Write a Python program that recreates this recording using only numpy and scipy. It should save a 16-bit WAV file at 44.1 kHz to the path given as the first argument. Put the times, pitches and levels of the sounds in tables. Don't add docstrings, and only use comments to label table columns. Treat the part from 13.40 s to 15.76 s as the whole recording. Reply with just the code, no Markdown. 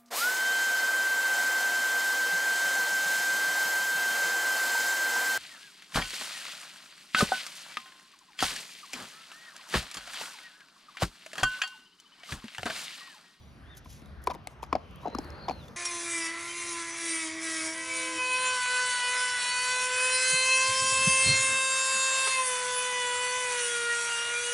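import sys
import numpy as np
from scipy import signal
from scipy.fft import rfft, irfft
from scipy.io import wavfile
from scipy.ndimage import uniform_filter1d

SR = 44100
rng = np.random.default_rng(int(sys.argv[2]) if len(sys.argv) > 2 else 0)


def wav_out(sig):
    wavfile.write(sys.argv[1], SR, np.round(np.clip(np.atleast_2d(sig).T, -1, 1) * 32767).astype(np.int16))


def invert_db(level):
    return 10 ** (np.asarray(level, dtype=float) / 20)


N = 104120
SIDES = np.array([[1], [-1]])


def on_log(table, hz):
    a = np.array(table, float)
    return np.interp(np.log(np.maximum(hz, 1)), np.log(a[:, 0]), a[:, 1])


def unit(x):
    return x / np.sqrt(np.mean(x ** 2))


def shaped(gain):
    spectrum = rfft(rng.standard_normal(N))
    return unit(irfft(spectrum * gain(np.fft.rfftfreq(N, 1 / SR)), N))


def bell(hz, width_hz):
    return lambda f: 1 / np.sqrt(1 + (2 * (f - hz) / width_hz) ** 4)


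def walk(rate_hz):
    k = int(SR / rate_hz)
    held = np.repeat(rng.standard_normal(N // k + 1), k)
    return 1.94 * uniform_filter1d(uniform_filter1d(held, k), k)[:N]


def swell(t, rise_s, order=1):
    u = np.maximum(t, 0) / rise_s
    return (u * np.exp(1 - u)) ** order


def add(out, at_s, x, pan_db):
    i = int(at_s * SR)
    x = x[:N - i]
    out[:, i:i + len(x)] += x * invert_db(pan_db / 2 * SIDES)


def airy(width_hz):
    return shaped(bell(0, width_hz)) + 1j * shaped(bell(0, width_hz))


def glide(table, carrier):
    t = np.arange(N) / SR
    s, hz, db = np.array(table).T
    waver_hz = 22 * walk(40)
    phase = 2 * np.pi * np.cumsum(np.interp(t, s, hz) + waver_hz) / SR
    level = invert_db(np.interp(t, s, db, left=-150, right=-150))
    return level * np.real(carrier * np.exp(1j * phase))


# (time [s], bass [dB], middle [dB], treble [dB], top [dB])
HUM_SWELLS = [(0.0, -54.5, -64, -77, -92.5), (0.18, -54.5, -59, -80, -95.5), (0.39, -59, -58.5, -77, -104),
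              (0.52, -53.5, -60.5, -74, -99), (0.64, -57, -56.5, -78, -92.5),
              (0.83, -53.5, -57, -81.5, -103), (1.11, -57.5, -57, -79, -102),
              (1.43, -55.5, -55.5, -76.5, -99), (1.59, -56, -52.5, -77, -94),
              (1.71, -55, -50.5, -73.5, -98), (1.81, -51.5, -50.5, -71.5, -89),
              (2.02, -55.5, -50.5, -74.5, -94), (2.24, -54, -51, -70, -90), (2.36, -55.5, -54, -76.5, -96)]
# (frequency [Hz], density [dB per Hz])
HUM_SPECTRUM = [(25, -55), (45, -11.5), (66, 1.5), (99, -10), (156, -8), (281, -25), (509, -29),
                (1200, -31), (2060, -36), (3090, -35.5), (5730, -42), (7500, -58), (9000, -42.5),
                (12500, -54.5), (14000, -51), (16000, -62)]
# (frequency [Hz], likeness of the channels [0-1])
HUM_LIKENESS = [(30, .78), (120, .8), (300, .85), (1500, .6), (3000, .55), (6000, .9), (8000, .98),
                (12000, .98)]


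def hum():
    t, out = np.arange(N) / SR, 0
    s, *levels = np.array(HUM_SWELLS).T
    swells_db = np.array([np.interp(t, s, v) for v in levels])
    swells_db = swells_db - swells_db[:, :1]
    corners = np.log([120, 400, 1800, 3600, 6500, 10000])  # Hz, crossfades between ranges
    for hz in 28 * 2 ** (np.arange(28) / 3):
        share = np.array([np.interp(np.log(hz), corners, row[[0, 1, 1, 2, 2, 3]]) for row in np.eye(4)])
        band_db = on_log(HUM_SPECTRUM, hz) + 10 * np.log10(hz) - 75.5
        db = share @ swells_db + band_db + 1.98 * walk(7.946)
        alike = on_log(HUM_LIKENESS, hz)
        mid, side = (shaped(bell(hz, hz / 4)) for _ in range(2))
        stereo = np.sqrt(1 + alike) * mid + np.sqrt(1 - alike) * side * SIDES
        out = out + invert_db(db) * stereo * invert_db(0.8 * share[1] * SIDES)
    return out


# (frequency at 0 s [Hz], level at 0 s [dB], t60 [s])
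RING_MODES = [(3930, -79, 1.6), (4690, -73, 1.6), (5880, -75, 1.5), (7020, -79, 1.2)]


def metal_ring():
    t, out = np.arange(N) / SR, 0
    sag_per_s, stop_s = 0.1, 0.23
    damped = np.clip((stop_s - t) / 0.03, 0, 1)
    for hz, db, t60_s in RING_MODES:
        phase = 2 * np.pi * hz * (t - sag_per_s * t ** 2 / 2)
        mode = np.real((1 + 0.65 * airy(110)) * np.exp(1j * phase))
        out = out + invert_db(db - 60 * t / t60_s) * damped * mode
    return out


# (time [s], pitch [Hz], level [dB])
CHIRP_GLIDE = [(.25, 3150, -82), (.26, 3240, -66), (.28, 3500, -67), (.305, 3700, -62), (.326, 3670, -57),
               (.343, 3480, -59), (.354, 3180, -61), (.362, 3080, -85)]


def chirp():
    return glide(CHIRP_GLIDE, 1.1 + 0.42 * airy(300))


# (time [s], level [dB], frequency [Hz], treble re tick [dB], decay scale [ms])
GRIT_TICKS = [(0.349, -46, 3670, -10.5, 5.1), (0.3693, -42, 3680, -1, 4.7), (0.378, -42, 3770, -1, 3.5),
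              (0.4454, -45, 3500, -11, 7.6), (0.6583, -38.5, 3770, -16, 3.3), (0.818, -53, 3460, -7, 6.4),
              (0.839, -55.5, 5100, 15, 4), (1.041, -71, 3270, 10, 2.4), (1.225, -35, 3240, -14.5, 6.7),
              (1.246, -41, 4920, -26, 3.5), (1.2624, -46, 3360, -17, 4.5), (1.5098, -44, 3420, -10, 2.5),
              (1.5587, -45, 3230, 1, 1.4), (1.6812, -35, 4040, -25, 3.6), (1.7502, -24.5, 5020, -40, 2.4),
              (1.7856, -17, 5110, -36, 3), (1.8448, -36.5, 4750, -14, 2.2), (1.9032, -30, 5100, -24.5, 2.4),
              (2.2816, -34, 3530, -23, 5.3)]


def grit():
    out, t = np.zeros((2, N)), np.arange(2048) / SR
    top, wide = shaped(bell(10000, 6700)), shaped(bell(6700, 3300))
    for at_s, db, hz, top_db, decay_ms in GRIT_TICKS:
        i = int(at_s * SR)
        x = np.sin(2 * np.pi * hz * t)
        x += 0.5 * np.roll(wide, -i)[:len(t)]
        x += invert_db(top_db + 8.5) * np.roll(top, -i)[:len(t)]
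        add(out, at_s, invert_db(db - 15.5) * swell(t, decay_ms / 3000) * x, pan_db=1.0)
    return out


# (start [s], length [s], level [dB])
SOLE_SCUFFS = [(0.358, 0.04, -53), (0.437, 0.19, -57), (0.657, 0.033, -77), (0.817, 0.046, -65.5),
               (0.861, 0.0089, -55), (0.897, 0.026, -53.5), (0.931, 0.017, -58), (1.082, 0.069, -67.5),
               (1.218, 0.042, -64.5), (1.597, 0.067, -65), (2.083, 0.054, -64), (2.223, 0.069, -68.5)]
# (frequency [Hz], density [dB per Hz])
SCUFF_SPECTRUM = [(880, -49), (1500, -46), (1620, -33), (1920, 0), (3180, 9), (3990, 7), (5890, 11.5),
                  (11000, 6.5), (15500, -5)]


def scuffs():
    out = np.zeros((2, N))
    rub = shaped(lambda f: invert_db(on_log(SCUFF_SPECTRUM, f)))
    rub = unit(rub * invert_db(1.55 * walk(250)))
    for at_s, length_s, db in SOLE_SCUFFS:
        n = int(length_s * SR)
        window = np.sqrt(np.hanning(n))
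        add(out, at_s, invert_db(db) * window * rub[int(at_s * SR):][:n], pan_db=0.7)
    return out


# (time [s], clop level [dB], clop [Hz], thud re clop [dB], settled thud [Hz], crack base re clop [dB],
# loudest shoe ring [Hz], treble base re clop [dB], left over right [dB], clop rise [ms])
HOOF_CONTACTS = [(0.458, -46.5, 1020, 2, 188, -11, 2220, -28, 2.5, 2.8),
                 (0.619, -49.5, 523, 3.5, 227, -5, 2740, -13, 3.5, 0.94),
                 (0.759, -60, 1030, -3, 328, -17, 2050, -34, 2.0, 2.8),
                 (0.872, -18.5, 1005, -7.5, 354, -11, 2324, -19.5, 2.5, 2.23),
                 (0.896, -37.5, 700, -31, 434, -14, 2520, -38, 3, 2.0),
                 (0.901, -31, 750, -10, 204, -10, 3470, -32, 2.5, 1.3),
                 (0.91, -30.5, 982, -30, 174, -9, 2400, -38, 3.5, 4.03),
                 (0.904, -35, 1090, -3, 489, -8.5, 2230, -34, 7, 2),
                 (0.917, -41, 967, -10, 208, -12, 2370, -31, -3, 2.2),
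                 (0.942, -42, 990, 0, 166, -6, 2050, -19, 2, 0.8),
                 (0.949, -40, 960, -29, 446, -14, 3640, -10.5, 8.5, 1.31),
                 (0.956, -43.5, 764, 2, 279, -15, 2230, -40, 1.5, 1.95),
                 (1.072, -35.5, 730, -14, 269, -3, 2110, -1, 5, 0.78),
                 (1.23, -30, 937, -50, 443, -13.5, 2500, -22, 6.5, 1.01),
                 (1.237, -41, 1170, -34, 254, -5.5, 2400, -11, 6, 1.7),
                 (1.328, -17, 1050, -10, 252, -13.5, 2460, -47, 4.5, 1.28),
                 (1.3528, -18.5, 670, -34, 440, -18, 2170, -50, 4.5, 1.13),
                 (1.358, -28.5, 750, -6.5, 235, -29, 2080, -50, -1, 2.58),
                 (1.633, -44.5, 974, -6, 247, -14.5, 2000, -33, 4, 1.4),
                 (1.646, -40.5, 1070, -27, 402, -23, 2000, -46, 1, 2.9),
                 (1.655, -27, 724, -14, 280, -36, 2240, -52, 1.5, 2.53),
                 (1.66, -29, 900, -16, 342, -22, 1880, -55, 7, 2.53),
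                 (1.673, -28, 706, -36, 437, -23.5, 2060, -49, 6, 2.4),
                 (1.68, -35.5, 430, 3.5, 214, -20, 2530, -36, 1.5, 1.62),
                 (1.7, -44, 670, -26, 172, -8, 2030, -44, 3, 2.6),
                 (1.727, -46.5, 670, 3, 370, -33, 3900, -40, -6, 2.35),
                 (1.749, -26.5, 1163, -1, 218, -21, 2800, -22, 4.5, 1.04),
                 (1.785, -29, 824, 2.5, 252, -14, 3250, -26, 4, 1.67),
                 (1.848, -48.5, 597, 8, 244, -12.5, 4540, -19, 2, 2.5),
                 (2.083, -24.5, 804, -19, 313, -13, 3550, -34, -1, 1.45),
                 (2.0865, -27.5, 1040, -12, 281, -13.5, 2360, -40, 6, 2.1),
                 (2.0955, -26, 740, -8, 251.7, -13.5, 2350, -42, 8.5, 1.82),
                 (2.1095, -27, 780, -13, 222, -16, 4350, -42, -2.5, 1.43),
                 (2.327, -72, 584, -7, 190, -15, 2380, -13, -9, 2.6)]
# (frequency [Hz], width [Hz], relative level [dB])
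SHOE_MODES = [(2350, 550, 6), (3360, 690, -11), (4520, 710, 0.5), (5100, 250, 4), (6760, 420, -4)]


def hooves():
    lead_s = 0.002
    out, t = np.zeros((2, N)), np.arange(4096) / SR - lead_s
    shoe = [invert_db(db) * shaped(bell(hz, width_hz)) for hz, width_hz, db in SHOE_MODES]
    wide, top, body = shaped(bell(1800, 5600)), shaped(bell(8350, 5000)), shaped(bell(620, 860))
    upper_ratio, upper_db, lower_ratio, lower_db = 1.222, -14, 0.654, -7
    thud_late_s, thud_rise_s, thud_glide, thud_glide_s = 0.0015, 0.0036, 1.1, 0.003
    snap_s = 0.00014
    late = t - 0.0002

    for at_s, db, hz, thud_db, thud_hz, crack_db, ring_hz, top_db, pan_db, rise_ms in HOOF_CONTACTS:
        i, rise_s = int(at_s * SR), rise_ms / 1000

        def cut(noise):
            return np.roll(noise, -i)[:len(t)]

        def tone(f):
            slip_cycles = 0.3 * (rng.random() - 0.5)
            return np.sin(2 * np.pi * (f * (t - rise_s) + slip_cycles + 0.25))

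        main = tone(hz)
        x = swell(t + lead_s, rise_s + lead_s, order=3) * (main + invert_db(upper_db) * tone(hz * upper_ratio))
        x += invert_db(lower_db) * swell(t, 0.94 * rise_s, order=2) * tone(hz * lower_ratio)
        x += invert_db(-37.5) * swell(t, rise_s=0.0023) * main

        thud_t = t - thud_late_s
        sinking_hz = thud_hz * (1 + thud_glide * np.exp(-np.maximum(thud_t, 0) / thud_glide_s))
        thud_cycles = np.cumsum(sinking_hz) / SR + rng.random()
        x += invert_db(thud_db) * swell(thud_t, thud_rise_s) * np.cos(2 * np.pi * thud_cycles)

        clang = sum(invert_db(3.7 * (rng.random() - 0.5)) * cut(mode) for mode in shoe)
        x += invert_db(crack_db - 12) * swell(late, rise_s=0.00075) * (clang + cut(wide))
        x += invert_db(crack_db - 0.5) * swell(late, rise_s=0.0011) * tone(ring_hz)
        x += invert_db(crack_db + 2) * np.gradient(swell(late, snap_s, order=2)) * snap_s * SR
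        x += invert_db(-13) * swell(t, rise_s=0.00305) * (cut(body) + invert_db(crack_db) * cut(wide))
        add(out, at_s - lead_s, invert_db(db) * x, pan_db)

        splash = invert_db(db + top_db + 8) * swell(late, rise_s=0.0003) * cut(top)
        add(out, at_s - lead_s, splash, pan_db=6 * (rng.random() - 0.5))
    return out


# (time [s], pitch [Hz], level [dB])
WHISTLE_GLIDE = [(1.545, 3170, -85), (1.565, 3250, -66), (1.6, 3550, -70), (1.63, 3850, -70),
                 (1.66, 3990, -65), (1.78, 4030, -65), (1.83, 4080, -71), (1.89, 4190, -69),
                 (1.92, 4230, -64), (1.97, 4240, -62), (2.03, 4230, -60), (2.11, 4270, -61),
                 (2.17, 4160, -63), (2.2, 4040, -63), (2.215, 3680, -63), (2.232, 3450, -63),
                 (2.26, 3420, -68), (2.28, 3400, -85)]
# (time [s], pitch [Hz], level [dB])
STRAND_GLIDE = [(1.73, 4350, -82), (1.77, 4350, -66), (1.83, 4450, -64), (1.885, 4410, -69),
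                (1.94, 4500, -73), (1.98, 4600, -65), (2.05, 4550, -60), (2.09, 4470, -61),
                (2.13, 4400, -66), (2.16, 4350, -82)]


def whistle():
    width_hz, air = 200, 0.62
    lower = (1 + air * airy(width_hz)) * invert_db(2.5 * walk(30))
    upper = (1 + 1.4 * air * airy(2 * width_hz)) * invert_db(2.5 * walk(30))
    return glide(WHISTLE_GLIDE, lower) + glide(STRAND_GLIDE, upper)


def tree_echo(near):
    echo_db, t60_s, delay_s = -19.5, 0.32, 0.008
    t = np.arange(SR // 3) / SR
    trees = rng.standard_normal((2, len(t))) * invert_db(-60 * t / t60_s) * (t > delay_s)
    trees = trees / np.sqrt(np.sum(trees ** 2) / 2)
    trees = signal.lfilter([0.5], [1, -0.55], trees)
    return invert_db(echo_db) * signal.fftconvolve(near, trees, axes=1)[:, :N]


def scene():
    tones = (metal_ring() + chirp() + whistle()) * invert_db(2.5 * SIDES)
    rumble_cut = signal.butter(2, 90, "high", fs=SR, output="sos")
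    near = signal.sosfilt(rumble_cut, grit() + scuffs() + hooves())
    return hum() + tones + near + tree_echo(near)


def roll_off(x):
    return signal.sosfilt(signal.butter(12, 16440, fs=SR, output="sos"), x)


# (frequency [Hz], left phase lead [rad])
PORT_LEAD = [(20, 0), (300, .1), (1000, .5), (2200, .9), (4000, .7), (6300, 0), (7600, -2.7), (9300, -3.5),
             (10600, -6.0), (13000, -6.5), (14000, -9.0), (15000, -9.6), (16400, -10.4)]


def record(dry):
    lead_rad = on_log(PORT_LEAD, np.fft.rfftfreq(N, 1 / SR))
    ports = irfft(rfft(dry) * np.exp(0.5j * lead_rad * SIDES), N)
    top_cut = signal.ellip(8, 0.2, 60, 16200, fs=SR, output="sos")
    mix = signal.sosfilt(top_cut, ports)
    return roll_off(mix)


dry = scene()
out = record(dry)
wav_out(out)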